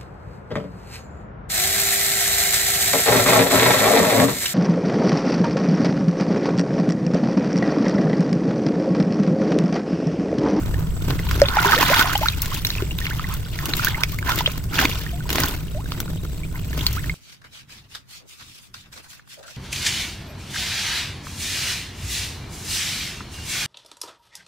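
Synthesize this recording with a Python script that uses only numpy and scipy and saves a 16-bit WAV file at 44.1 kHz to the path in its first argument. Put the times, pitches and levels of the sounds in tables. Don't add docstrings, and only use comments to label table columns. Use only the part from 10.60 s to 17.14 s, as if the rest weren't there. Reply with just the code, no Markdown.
import sys
import numpy as np
from scipy import signal
from scipy.fft import rfft, irfft, next_fast_len
from scipy.io import wavfile
from scipy.ndimage import uniform_filter1d

SR = 44100
rng = np.random.default_rng(int(sys.argv[2]) if len(sys.argv) > 2 else 0)


def volts_from_decibels(level):
    exponent = np.asarray(level, float) / 20
    return 10 ** exponent


def put_to_file(sound):
    columns = np.atleast_2d(sound).T
    safe = np.clip(columns, -1, 1)
    whole_steps = np.round(safe * 32767)
    wavfile.write(sys.argv[1], SR, whole_steps.astype(np.int16))


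N = 288502
TIME = np.arange(N) / SR

# (peak time [s], rise [s], fall [s], splash level [dB], gurgle relative to splash [dB])
GUSHES = [(0.0, .1, 0.76, -44, -1), (0.52, 0.19, 0.25, -37.5, -2), (0.71, 0.19, 0.47, -37.5, -7),
          (0.97, 0.087, 0.23, -33.5, 9), (1.21, 0.56, 0.078, -23.5, 5), (1.37, 0.45, 0.3, -22, 5),
          (1.64, 0.2, 0.33, -29.5, -8), (1.83, 0.064, 0.24, -35, -5), (1.94, 0.085, 0.19, -31.5, -6.5),
          (2.07, 0.033, 0.47, -37, -10), (2.22, 0.15, 0.042, -40, 1), (2.43, 0.096, 0.91, -38.5, -3),
          (2.73, 0.065, 0.079, -38, 3.5), (3.08, 0.37, .2, -38, -2.5), (3.272, 0.37, 0.11, -29, -4.5),
          (3.43, 0.26, 0.058, -39.5, 5.5), (3.54, 0.21, 0.048, -37.5, -16), (3.711, 0.085, 0.057, -25.5, 6),
          (3.8, 0.13, 0.054, -28, -1.5), (3.88, 0.11, 0.2, -34.5, -4), (4.141, 0.026, 0.14, -26.5, -8),
          (4.208, 0.12, 0.09, -22.5, 0.5), (4.29, 0.069, 0.38, -32, -8.5), (4.71, .03, 0.19, -39.5, -16),
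          (4.788, 0.13, 0.28, -26, -2.5), (5.35, 0.15, 0.2, -40.5, -6), (5.97, 0.063, 0.034, -44, 1),
          (6.21, 0.19, 0.57, -35, -6.5), (6.45, 0.077, 0.13, -59, -12)]
# (peak time [s], fall [s], level [dB])
SURGES = [(0.0, 1, -34), (0.51, 0.13, -28), (0.77, 0.45, -33.5), (1.17, 0.33, -31), (1.37, 0.44, -36),
          (1.95, 0.27, -41), (2.25, 0.33, -42), (3.08, 0.42, -35), (3.25, 0.18, -40), (3.78, 0.33, -35),
          (4.2, 0.29, -29), (4.79, 0.22, -23.5), (5.398, 0.21, -34), (6.18, 0.18, -34.5)]
# (frequency [Hz], relative density [dB per Hz])
SPLASH_SPECTRUM = [(600, -17.5), (1530, -3), (6700, -15.5), (8400, -22), (10800, -14.5), (14200, -14),
                   (16000, -16)]
# (frequency [Hz], likeness [0 to 1])
NEAR_LIKENESS = [(300, 1), (1000, 0.49), (2500, 0.88), (6000, 0.093)]
# (time [s], level [dB], starting pitch [Hz], length [ms], pitch rise [octaves])
BUBBLES = [(0.143, -23, 1680, 7.1, 0.23), (0.506, -11, 3840, 2, 0.11), (0.592, -18.5, 2010, 9.3, 0),
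           (0.668, -23, 900, 8.6, 0.14), (0.688, -24, 2170, 9.1, 1.1), (0.817, 2.5, 562, 41, 0),
           (0.857, -13, 3300, 8.4, 0.23), (0.885, -8, 3720, 3.9, 0.44), (0.969, -5, 830, 21.4, 0.13),
           (1.047, -4.5, 923, 12, 0.31), (1.055, -17, 398, 78, 0.1), (1.062, -9.5, 1410, 6.8, 0.44),
           (1.121, 2, 1500, 3.7, 0), (1.165, -18.5, 479, 47, 1.35), (1.178, -9, 1800, 9.6, 0),
           (1.228, -2.5, 940, 5.9, 0.42), (1.3, -13.5, 533, 40, 1.7), (1.398, -11.5, 1240, 6.4, 0.42),
           (1.445, -24, 1260, 12, .3), (1.495, -13.5, 1300, 13, 0), (1.533, -11, 1490, 6.7, 0.12),
           (1.553, -8.5, 817, 23, 0.035), (1.555, -10, 2900, 13, 0.23), (1.612, -20, 582, 22, 2.6),
           (1.632, -11, 881, 37, 0), (1.658, -12.5, 1226, 14, 0.63), (1.685, -1, 3540, 3.5, 0.38),
           (1.919, -24, 1024, 22, 0.74), (2.049, -6.5, 3730, 6.1, 0.31), (2.068, -12, 5300, 5.9, 0.26),
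           (2.103, -7.5, 3840, 4.3, 0.15), (2.152, -14.5, 2430, 4.4, 0.2), (2.182, -17, 2600, 10, 0),
           (2.222, -12, 374, 19, 0.099), (2.309, -22, 2680, 15, 0.25), (2.387, -13.5, 3460, 3.7, 0.29),
           (2.414, -23.5, 1820, 21, 0.089), (2.455, -13, 2720, 5.1, 0), (2.467, -15.5, 2160, 9, 0.2),
           (2.508, -23.5, 1415, 21, 0.77), (2.595, -15, 1174, 8.2, 0.29), (2.642, -18, 1860, 12, 0.22),
           (2.7, -30.5, 1095, 24, .5), (2.989, -12, 1727, 3.1, 0.16), (3.136, -6.5, 3900, 5, 0.21),
           (3.195, -11, 1380, 8.9, 0.043), (3.27, -10.5, 1450, 16, 0.49), (3.345, -16.5, 1960, 16, 0.32),
           (3.38, -28, 860, 33, 0.49), (3.435, 6.5, 2350, 2.8, 0), (3.53, -32, 1110, 36, 0.27),
           (3.587, -18.5, 2000, 8.2, 0.38), (3.627, -16.5, 1620, 7.9, 0), (3.692, -19, 1630, 11.2, 0.42),
           (3.719, -10, 1400, 11, 0.0022), (3.789, -9, 3530, 3, 0), (3.807, -11, 875, 9.2, 0.32),
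           (3.86, -5, 2850, 11, 0.58), (3.876, -13, 530, 9.7, 0.2), (4.19, -3.5, 1620, 4, 0.11),
           (4.224, -15, 780, 23, 0), (4.247, -8.5, 273, 13, 0.39), (4.254, -2.5, 1980, 2.9, 0.59),
           (4.464, -21.5, 1720, 8.7, 0.28), (4.53, -32.5, 689, 78, .2), (4.605, -27.5, 1470, 16, 0.046),
           (4.655, -30, 960, 20, 0), (4.704, -7, 2790, 3.2, 0), (4.783, -5.5, 725, 4.8, 0),
           (4.835, -9, 4380, 3, 0.82), (5.147, -30.5, 586, 72, 1.22), (5.258, -27.5, 1530, 11, 0.19),
           (5.32, -13.5, 1240, 4.1, 0), (5.403, -17.5, 1520, 4.4, 0), (5.479, -25.5, 1430, 7.9, 0),
           (5.651, -24, 1340, 4.9, 0.039), (5.834, -28, 2250, 21, 0.22), (5.956, -29, 1890, 11, 0.49),
           (6.13, -19, 1680, 5.8, 0.036), (6.266, -2, 4100, 4.8, 0.26), (6.368, -26, 1183, 37, 0.94),
           (6.442, -21.5, 1820, 7.1, 0), (6.496, -13, 2135, 13, 0)]
# (time [s], crack level [dB], body relative to crack [dB])
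SLAPS = [(0.7113, -19, 6), (1.017, -13, -33), (1.052, -13, -20), (1.3417, -18, 11), (1.5319, -8, -24),
         (1.5773, -7.5, -40), (1.819, 0, -50), (1.8582, -14.5, -5.5), (1.9432, -10, -40),
         (2.0484, -7.5, -36), (2.0693, -12, -13), (2.1036, -19, -18), (2.384, -15, -31),
         (2.7385, -9.5, -38), (3.056, -8, -12), (3.1674, -6, -38), (3.2466, 0, -15.5), (3.4344, -11, -14),
         (3.587, -12.5, -47), (3.693, -22, 5), (3.758, -8, -29), (3.788, -10, -23), (4.0394, -20, -16),
         (4.1634, -21, -13), (4.2517, -11.5, 0), (4.355, -25, 4), (4.692, -21, 3.5), (4.7024, -11, -9),
         (4.7286, -6, -16), (4.7569, -9, -6), (4.8015, -4.5, -20), (4.8587, -10, -32), (4.8834, -11, -14),
         (5.402, -9, -14), (6.2663, -6, -41), (6.3288, -12, -36)]
# (frequency [Hz], relative density [dB per Hz])
AIR_SPECTRUM = [(100, -31.5), (230, 1.5), (690, -13), (1350, -69), (3720, -29), (6910, -24), (8410, -34),
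                (9410, -16.5), (10800, -35), (14700, -26), (15900, -28)]
# (centre [Hz], width [Hz], relative level [dB])
DRONE_HUMPS = [(29.5, 46, -5), (61.5, 9.3, 1), (100.6, 26.3, -4), (150, 43.7, -6.5)]
# (time [s], level [dB])
DRONE_LEVEL = [(0.0, -22), (0.82, -21.5), (0.9, -26), (5.94, -27), (6.54, -25.5)]
# (frequency [Hz], likeness [0 to 1])
FAR_LIKENESS = [(25, 0.58), (55, 0.84), (150, 0.98), (400, 0), (1400, 0.28), (3000, 0.51)]
# (time [s], chirps so far [count])
KATYDID_BEAT = [(0, .6), (2.7, 47.87), (4.7, 83.75), (6.54, 116.2)]
# (pitch [Hz], level [dB])
KATYDID_TONES = [(7660, -55), (7870, -54)]
# (start [s], end [s], rate [chirps per s], pitch [Hz], fall in a chirp [Hz], level [dB])
CRICKET_SONG = (5.003, 5.83, 23.8, 3780, 400, -55.5)
# (frequency [Hz], left minus right [dB])
PORT_DIFFERENCE = [(60, 1), (130, -1), (290, -1), (640, 0.5), (1410, -6.5), (3100, -0.5), (6820, -0.5),
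                   (9500, -2.5), (13000, 9.5)]
# (centre [Hz], width [Hz], gain [dB])
HOUSING_DIPS = [(8280, 690, -3), (10980, 1900, -9)]

LAG = 4
EDGE_DB, ROUNDNESS = -28, 1.37
TRICKLE_DB, TRICKLE_GURGLE_DB = -50, -60
SPRAY_DB, SPRAY_FOLLOW = -41.5, 0.79
SURGE_RISE, LAPPING_DB = 0.7, -43.5


def evened(x):
    return x / np.sqrt(np.mean(x ** 2) + 1e-20)


def read(points, hz):
    f, value = np.transpose(points)
    return np.interp(np.log(hz + 1), np.log(f + 1), value)


def shaped(x, gain):
    size = next_fast_len(N)
    spectrum = rfft(x, size) * gain(np.fft.rfftfreq(size, 1 / SR))
    return irfft(spectrum, size)[..., :N]


def band(hz, low_hz, high_hz):
    low_side = 1 + (low_hz / (hz + 1)) ** 6
    high_side = 1 + (hz / high_hz) ** 6
    return 1 / np.sqrt(low_side * high_side)


def add(mix, s, sound):
    part = mix[:, round(s * SR):][:, :sound.shape[1]]
    part += sound[:, :part.shape[1]]


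def drifting(window):
    return evened(uniform_filter1d(rng.standard_normal(N), window))


def pair(likeness, gain, lag=0):
    left, other = rng.standard_normal((2, N))

    def shared(hz):
        return np.clip(read(likeness, hz), 0, 1)

    right = shaped(np.roll(left, lag), shared)
    right += shaped(other, lambda hz: np.sqrt(1 - shared(hz) ** 2))
    return evened(shaped(np.array([left, right]), gain))


def stream():
    peak, rise, fall, splash_db, gurgle_db = np.transpose(GUSHES)
    surge_peak, surge_fall, surge_db = np.transpose(SURGES)
    splash_level = swells(peak, rise, fall, splash_db, TRICKLE_DB)
    gurgle_level = swells(peak, rise, fall, splash_db + gurgle_db, TRICKLE_GURGLE_DB)
    slosh_level = swells(surge_peak, SURGE_RISE * surge_fall, surge_fall, surge_db, LAPPING_DB)
    spray_level = volts_from_decibels(SPRAY_DB) * (splash_level / volts_from_decibels(-40)) ** SPRAY_FOLLOW

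    flicker = evened(volts_from_decibels(4.9 * drifting(260)))
    hiss = flicker * pair(NEAR_LIKENESS, np.ones_like, LAG)
    gurgle = grains(1100, 700, 3000, 7.5, 3.6) + 0.8 * hiss
    splash = grains(1100, 1840, 7350, 7.5, 3.5) + 1.5 * hiss
    spray = grains(1500, 6000, 16000, 5, 5.5) + 1.8 * hiss

    def layer(sound, low_hz, high_hz, level):
        coloured = shaped(sound, lambda hz: volts_from_decibels(read(SPLASH_SPECTRUM, hz)) * band(hz, low_hz, high_hz))
        return level * evened(coloured)

    water = layer(hiss, 124, 391, slosh_level)
    water += layer(gurgle, 340, 1680, gurgle_level)
    water += layer(splash, 2870, 6230, splash_level)
    water += layer(spray, 7440, 24000, spray_level)
    return water


def swells(peak_s, rise_s, fall_s, level_db, rest_db):
    t = np.arange(0, N / SR + 0.002, 0.002)[:, None]
    away = np.where(t < peak_s, (peak_s - t) / rise_s, (t - peak_s) / fall_s)
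    swell = volts_from_decibels(level_db + EDGE_DB * away ** ROUNDNESS)
    power = (swell ** 2).sum(1) + volts_from_decibels(rest_db) ** 2
    return np.interp(TIME, t[:, 0], np.sqrt(power))


def grains(per_s, low_hz, high_hz, cycles, spread_db, count=48):
    clumps = volts_from_decibels(5.0 * drifting(700))
    size = volts_from_decibels(spread_db * np.minimum(rng.exponential(1, N), 5))
    size = size * (rng.random(N) < per_s * clumps / SR)
    kind = rng.integers(0, count, N)
    mix = np.zeros((2, N))
    draws = rng.random((count, 4))
    for k, hz in enumerate(np.geomspace(low_hz, high_hz, count)):
        long, rise, pan, lag = draws[k]
        seconds = cycles * (0.5 + 2.38 * long) / hz
        bubble = ring(hz, seconds, 0.61 * rise ** 2)
        sound = ports(bubble, 8 * (pan - 0.5), LAG + 12 * (lag - 0.5))
        mix += signal.oaconvolve((size * (kind == k))[None], sound, axes=1)[:, :N]
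    return evened(mix)


def ring(hz, seconds, rise):
    t = np.arange(max(round(seconds * SR), 4)) / SR
    u = t / seconds
    onset = 1 - np.exp(-2 * t * hz)
    decay = np.exp(-3.5 * u / (1 + 2 * rise))
    burst = 1 - u ** 10
    bend = np.clip(1300 / hz, 1, 2.2)
    pitch = hz * 2 ** (rise * u ** bend)
    return onset * decay * burst * np.sin(2 * np.pi * np.cumsum(pitch) / SR)


def ports(sound, pan_db, lag):
    padded = np.pad(sound, 12)
    left = padded * volts_from_decibels(pan_db / 2)
    right = np.roll(padded, round(lag)) * volts_from_decibels(-pan_db / 2)
    return np.array([left, right])


def bubbles():
    rings, ticks = np.zeros((2, 2, N))
    lags = LAG + rng.uniform(-3, 3, len(BUBBLES))
    decay = np.exp(-np.arange(300) / SR / 0.00047)
    noise = rng.standard_normal((len(BUBBLES), 300)) * decay
    for (s, db, hz, ms, rise), lag, tick in zip(BUBBLES, lags, noise):
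        bubble = ring(hz, ms / 1000, np.clip(rise, 0, 1.8))
        add(rings, s, ports(volts_from_decibels(db) * bubble, 0, lag))
        add(ticks, s, ports(volts_from_decibels(db) * tick, 0, lag))
    return rings + volts_from_decibels(5.5) * shaped(ticks, lambda hz: band(hz, 1340, 4100))


def slaps():
    t = np.arange(2000) / SR
    crack, body = np.zeros((2, 2, N))
    shape = (1 - np.exp(-t / 0.00049)) * np.exp(-t / 0.0015)
    shape += 0.1 * np.exp(-t / 0.0021)
    noise = rng.standard_normal((len(SLAPS), 2, 2000))
    for (s, db, body_db), burst in zip(SLAPS, noise):
        sound = (burst + 0.5 * burst[::-1]) * shape
        add(crack, s, sound * volts_from_decibels(db))
        add(body, s, sound * volts_from_decibels(db + body_db))
    treble = shaped(crack, lambda hz: volts_from_decibels(read(SPLASH_SPECTRUM, hz) + 11.0) * band(hz, 6000, 27000))
    return treble + volts_from_decibels(9) * shaped(body, lambda hz: band(hz, 660, 4300))


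def echoes(x):
    t = np.arange(2600) / SR
    signs = rng.choice([-1., 1.], (2, 2600))
    present = (rng.random((2, 2600)) < 0.04) * (t > 0.0015)
    taps = signs * present * volts_from_decibels(-60 * t / 0.059)
    return signal.oaconvolve(x, taps / np.linalg.norm(taps[0]), axes=1)[:, :N]


def katydid():
    drift_db = 2.5 * drifting(9000)
    beat = np.interp(TIME, *np.transpose(KATYDID_BEAT))
    return sum(volts_from_decibels(db + drift_db) * chirps(beat, hz, 0, 1.0, size=600) for hz, db in KATYDID_TONES)


def cricket():
    start, end, rate, hz, fall_hz, db = CRICKET_SONG
    song = chirps((TIME - start) * rate, hz, fall_hz, 0.6, size=500)
    singing = (TIME > start - 0.5 / rate) & (TIME < end)
    return volts_from_decibels(db) * song * singing


def chirps(count, hz, fall_hz, duty, size):
    beat = ((count + 0.5) % 1 - 0.5) / duty
    flutter = uniform_filter1d(rng.standard_normal((2, 2, N)), size)
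    phase = 2 * np.pi * np.cumsum(hz - fall_hz * beat) / SR
    tone = flutter[0] * np.cos(phase) + flutter[1] * np.sin(phase)
    pulse = np.sqrt(np.maximum(1 - 4 * beat ** 2, 0))
    return evened(tone * pulse)


def far_drone():
    def humps(hz):
        return np.sqrt(sum(volts_from_decibels(db) ** 2 / (1 + (2 * (hz - f) / w) ** 4) for f, w, db in DRONE_HUMPS))

    level_db = np.interp(TIME, *np.transpose(DRONE_LEVEL))
    return volts_from_decibels(level_db) * pair(FAR_LIKENESS, humps)


def still_air():
    return volts_from_decibels(-46) * pair(FAR_LIKENESS, lambda hz: volts_from_decibels(read(AIR_SPECTRUM, hz)))


def scene():
    rings, cracks, flow = bubbles(), slaps(), stream()
    reflected = echoes(volts_from_decibels(-11) * rings + volts_from_decibels(-5) * cracks + volts_from_decibels(-11) * flow)
    near = rings + cracks + flow + reflected
    far = still_air() + far_drone() + katydid() + cricket()
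    return near + far


def low_pass(x):
    return signal.sosfilt(signal.butter(12, 16830, fs=SR, output="sos"), x)


def record(dry):
    sides = np.array([[0.5], [-0.5]])

    def microphone(hz):
        dips_db = sum(db * np.exp(-(2 * (hz - f) / w) ** 2) for f, w, db in HOUSING_DIPS)
        return volts_from_decibels(read(PORT_DIFFERENCE, hz) * sides + dips_db) * (hz < 15900)

    mix = np.clip(shaped(dry, microphone), -1, 1)
    return low_pass(mix)


dry = scene()
out = record(dry)
put_to_file(out)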